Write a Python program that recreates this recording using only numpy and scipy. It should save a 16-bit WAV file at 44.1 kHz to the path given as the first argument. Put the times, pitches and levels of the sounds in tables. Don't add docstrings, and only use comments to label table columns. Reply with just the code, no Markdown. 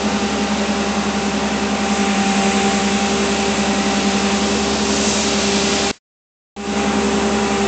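import sys
import numpy as np
from scipy import signal
from scipy.fft import rfft, irfft, next_fast_len
from scipy.io import wavfile
from scipy.ndimage import uniform_filter1d, map_coordinates

SR = 44100
rng = np.random.default_rng(int(sys.argv[2]) if len(sys.argv) > 2 else 0)


def int16_out(signal):
    q = np.round(np.clip(np.atleast_2d(signal).T, -1, 1) * 32767)
    wavfile.write(sys.argv[1], SR, q.astype(np.int16))


def magnitude_from_level(level_db):
    exponent = np.asarray(level_db, float) / 20
    return 10 ** exponent


N = 338247
TIME = np.arange(N) / SR

FIRING, FAN, PUMP = 4, 11.39, 22.5

# start_s, end_s
HEARD_SPANS = [
    (0, 5.9133),
    (6.5632, 7.67),
]
# time_s, camshaft_turns_per_minute
CAM_SPEED = [(0.0, 1059), (0.28, 1064), (0.84, 1064), (1.13, 1054), (1.41, 1057), (1.97, 1055.5),
             (2.25, 1045), (2.81, 1049), (3.18, 1058), (3.66, 1050), (4.22, 1050.5), (4.78, 1063),
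             (5.35, 1059), (5.91, 1062), (6.84, 1067), (7.12, 1057), (7.39, 1064.5), (7.67, 1053)]
WEAK_ORDERS = (5, 7, 9, 10, 11, 13, 14, 15, 16, 18, 21, 23, 24, 25, 27, 28, 29, 30, 32, 33, 38, 39, 40, 43,
               44, 46, 49, 52, 53, 54, 56, 57, 61, 63, 65, 68, 76.5, 80, 108, 150)
WEAK_ORDER_DB = (-49, -56, -52, -48, -46, -52, -46, -39, -40, -47, -53, -46, -53, -51, -51, -51, -51, -51,
                 -52, -48, -49, -51, -49, -48, -50, -52, -52, -51, -52, -49, -51, -50, -54, -55, -55, -52,
                 -49, -53, -52, -52)
# frequency_hz, level_db_per_hz
AIR_SPECTRUM = [(20, -31.5), (45, -25.5), (80, -13.5), (130, -8), (175, -1.5), (250, 5), (310, -2),
                (520, 0), (700, -3), (1100, -5), (1700, -8.5), (3000, -10), (5000, -12), (8000, -13)]
# frequency_hz, width_hz, gain_db
BAY_CAVITIES = [(580, 20, 3), (914, 60, 2.5), (1368, 80, 2), (1970, 110, 2.5), (2665, 360, 4.5),
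                (3430, 160, 2), (3840, 230, 2), (4890, 80, 2), (6260, 290, 2), (7530, 200, 3.5),
                (1490, 75, 1.5), (2380, 80, 3), (5500, 80, 0)]
# delay_ms, level_db
ECHOES = [(2.9, -20), (6.3, -19), (10.7, -18), (17.9, -17), (27.3, -17)]
# time_s, turn_to_air_stream, height_over_grille, depth_into_mast
HAND_PATH = [(0.3, -.23, -0.077, -.38), (1.55, -.33, -0.035, -.3), (1.75, -.29, -.03, -0.43),
             (2.05, -0.19, .48, -0.05), (2.3, .02, .49, -.22), (2.45, 0.034, .56, 0.35),
             (3.0, .06, .23, 0.077), (3.3, .11, .02, 0.31), (3.8, -.03, .17, -0.035),
             (4.0, 0.25, .12, -.23), (4.35, .25, .15, .02), (4.6, 0.24, -.44, .39), (4.9, .28, -.4, .27),
             (5.2, 0.52, -0.18, 0.26), (5.75, 0.71, -0.079, 0.2), (6.9, -.43, .16, .08),
             (7.05, -0.42, .06, .6), (7.5, -0.36, .1, .38)]
# mean_level_db, turn_db_per_unit, height_db_per_unit, depth_db_per_unit
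FIRING_NOTE = (-37.5, -1.3, -4.5, 3.5)
FIRING_OCTAVE = (-46.5, 3.7, 3, 10.5)
FIRING_THIRD = (-25, -2.7, -0.5, 2.3)
FAN_NOTE = (-25, 4.5, 7.5, -3.5)
FAN_OCTAVE = (-38.5, -3.5, -5, -1)
PUMP_NOTE = (-28.5, .3, 0, 8.5)
PUMP_OCTAVE = (-30.5, -.3, 11, 0.1)
# time_s, half_length_s, gain_db
FAN_NODES = [(0.23, .2, -1.5), (3.42, .22, -4), (4.65, .2, -1), (5.25, .17, -8), (5.8, .25, -6.5),
             (7.11, .14, -3)]
BEAM_HZ = (570, 1250, 2300, 4400, 6400, 7800)
BEAMING = [(-0.1, -1.1, 1.5), (-.5, 0.5, .6), (3.5, 6.5, .6), (8.5, -1.7, .3), (7.5, 0.5, 1.1),
           (5.5, 5, 5.4)]
# time_s, half_length_s, gain_db
FINGER_SLIDES = [
    (1.953, .15, 3),
    (2.38, .2, 1.1),
    (5.067, 0.25, 6.5),
]
# time_s, level_db
SHORT_HISS = [(5.914, -43.5), (5.94, -41), (5.96, -46.5), (5.977, -48), (5.985, -61.5), (5.992, -87),
              (6.0, -95)]
# frequency_hz, gain_db
PHONE_TOP = [(7200, 0), (7900, -6), (8500, -17), (8900, -33), (9150, -42.5), (9300, -68), (9600, -120)]


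def curves(table):
    s, *columns = np.transpose(table)
    return [np.interp(TIME, s, column) for column in columns]


def colour(points, hz):
    f, db = np.transpose(points)
    return np.interp(np.log(hz + 1), np.log(f), db)


def walk(rate_hz):
    hold = int(SR / rate_hz)
    steps = np.repeat(rng.standard_normal(N // hold + 1), hold)
    return 1.83 * uniform_filter1d(uniform_filter1d(steps, hold), hold)[:N]


def bumps(events):
    return sum(db * np.clip(1 - abs(TIME - s) / half, 0, 1) for s, half, db in events)


def after_dropout(length_s):
    resumed_s = TIME - HEARD_SPANS[1][0]
    return (TIME > HEARD_SPANS[0][1]) * np.clip(1 - resumed_s / length_s, 0, 1)


def level_at_hand(note):
    return note[0] + np.dot(note[1:], curves(HAND_PATH))


def tone(turns, db):
    return np.sqrt(2) * magnitude_from_level(db) * np.sin(2 * np.pi * turns)


def camshaft():
    turns = np.cumsum(curves(CAM_SPEED)[0]) / (60 * SR)
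    late = TIME >= HEARD_SPANS[1][0]
    return turns - late * turns[np.argmax(late)], late


def engine(turns):
    firing_db = level_at_hand(FIRING_NOTE) + 2 * after_dropout(.5)
    third_db = level_at_hand(FIRING_THIRD) + .4 * bumps(FAN_NODES)
    out = tone(FIRING * turns + rng.random(), firing_db)
    out += tone(2 * FIRING * turns + rng.random(), level_at_hand(FIRING_OCTAVE))
    out += tone(3 * FIRING * turns, third_db + .4 * walk(9))
    swell_db = third_db - np.median(third_db)
    for order, db in zip(WEAK_ORDERS, WEAK_ORDER_DB):
        phase = rng.random() + .05 * walk(4)
        out += tone(order * turns + phase, db + swell_db + 2.5 * walk(3))
    return out


def fan(turns, late):
    db = level_at_hand(FAN_NOTE) + bumps(FAN_NODES)
    blade = FAN * turns + np.where(late, .45, .66)
    out = tone(blade + .015 * walk(6), db + .6 * walk(9))
    out += tone(2 * blade, level_at_hand(FAN_OCTAVE) - 0.5)
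    swell_db = np.minimum(db - np.median(db) + 6, 0)
    return out + tone(3 * blade + .08 * walk(4), swell_db - 41 + 2.5 * walk(4))


def pump(turns, late):
    fade = after_dropout(.3)
    db = level_at_hand(PUMP_NOTE) - 2 * fade
    octave_db = level_at_hand(PUMP_OCTAVE) + 4.5 * fade
    lead = np.where(late, .2, .42)
    teeth = PUMP * turns + lead + .008 * walk(30)
    levels_db = (db, octave_db, .5 * octave_db - 26, .5 * octave_db - 36)
    out = 0
    for k, level_db in enumerate(levels_db):
        out += tone((k + 1) * teeth, level_db + 1.2 * walk(10))
    return out


def roar(turns):
    size = next_fast_len(N)
    hz = np.arange(size // 2 + 1) * SR / size
    db = colour(AIR_SPECTRUM, hz)
    db = db + sum(gain / (1 + (2 * (hz - f) / width) ** 2) for f, width, gain in BAY_CAVITIES)
    noise = rfft(rng.standard_normal(size)) * magnitude_from_level(db)
    beam_db = np.dot(BEAMING, curves(HAND_PATH))
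    beam_db[-2:] += bumps(FINGER_SLIDES)
    valves = sum(np.cos(2 * np.pi * (k * turns + rng.random())) for k in range(2, 5))
    teeth = np.cos(2 * np.pi * PUMP * turns)
    octave = np.log2(hz + 1)
    out = 0
    for centre in np.arange(5, 13.3, .25):
        band = irfft(noise * np.clip(1 - 4 * abs(octave - centre), 0, 1), size)[:N]
        place = np.interp(centre, np.log2(BEAM_HZ), np.arange(len(BEAM_HZ)))
        low = min(int(place), len(BEAM_HZ) - 2)
        move_db = beam_db[low] + (place - low) * (beam_db[low + 1] - beam_db[low])
        top = np.clip(centre - 12.7, 0, 1)
        throb_db = 0.22 * np.clip(centre - 9.5, 0, 1) * valves + 7.3 * top * teeth
        out = out + band * magnitude_from_level(move_db + throb_db + 0.2 * walk(25))
    return out / np.median(abs(out)) * magnitude_from_level(-24.0)


def echoes(x):
    out = x
    for ms, db in ECHOES:
        lag = (ms + .12 * walk(1.5)) * SR / 1000
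        out = out + magnitude_from_level(db) * map_coordinates(x, [np.arange(N) - lag], order=3, mode="wrap")
    return out / np.sqrt(1 + np.sum(magnitude_from_level(np.array(ECHOES)[:, 1]) ** 2))


def scene():
    turns, late = camshaft()
    hum = engine(turns) + fan(turns, late) + pump(turns, late)
    hush_db = -3.5 * after_dropout(.14)
    air = magnitude_from_level(hush_db) * echoes(roar(turns))
    return (hum + air)[None]


def band_limit(x):
    return signal.sosfilt(signal.butter(12, 9080, fs=SR, output="sos"), x)


def record(dry):
    on = sum((TIME >= start) & (TIME <= end) for start, end in HEARD_SPANS)
    on = on * magnitude_from_level(-11 * after_dropout(.22))
    hissing = (TIME > HEARD_SPANS[0][1]) * (TIME < SHORT_HISS[-1][0])
    hiss = hissing * magnitude_from_level(curves(SHORT_HISS)[0]) * 1.6 * rng.standard_normal(N)
    size = next_fast_len(N)
    hz = np.arange(size // 2 + 1) * SR / size
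    sound = rfft(dry * on + hiss, size)
    fold = int(16000 / 2 * size / SR)
    sound *= np.cos(np.pi / 4 * np.clip(1 + (hz - hz[fold]) / 200, 0, 2))
    sound[:, 1:2 * fold] += np.conj(sound[:, 2 * fold - 1:0:-1])
    heard = irfft(sound * magnitude_from_level(colour(PHONE_TOP, hz)), size)[:, :N]
    return band_limit(heard)


dry = scene()
out = record(dry)
int16_out(out)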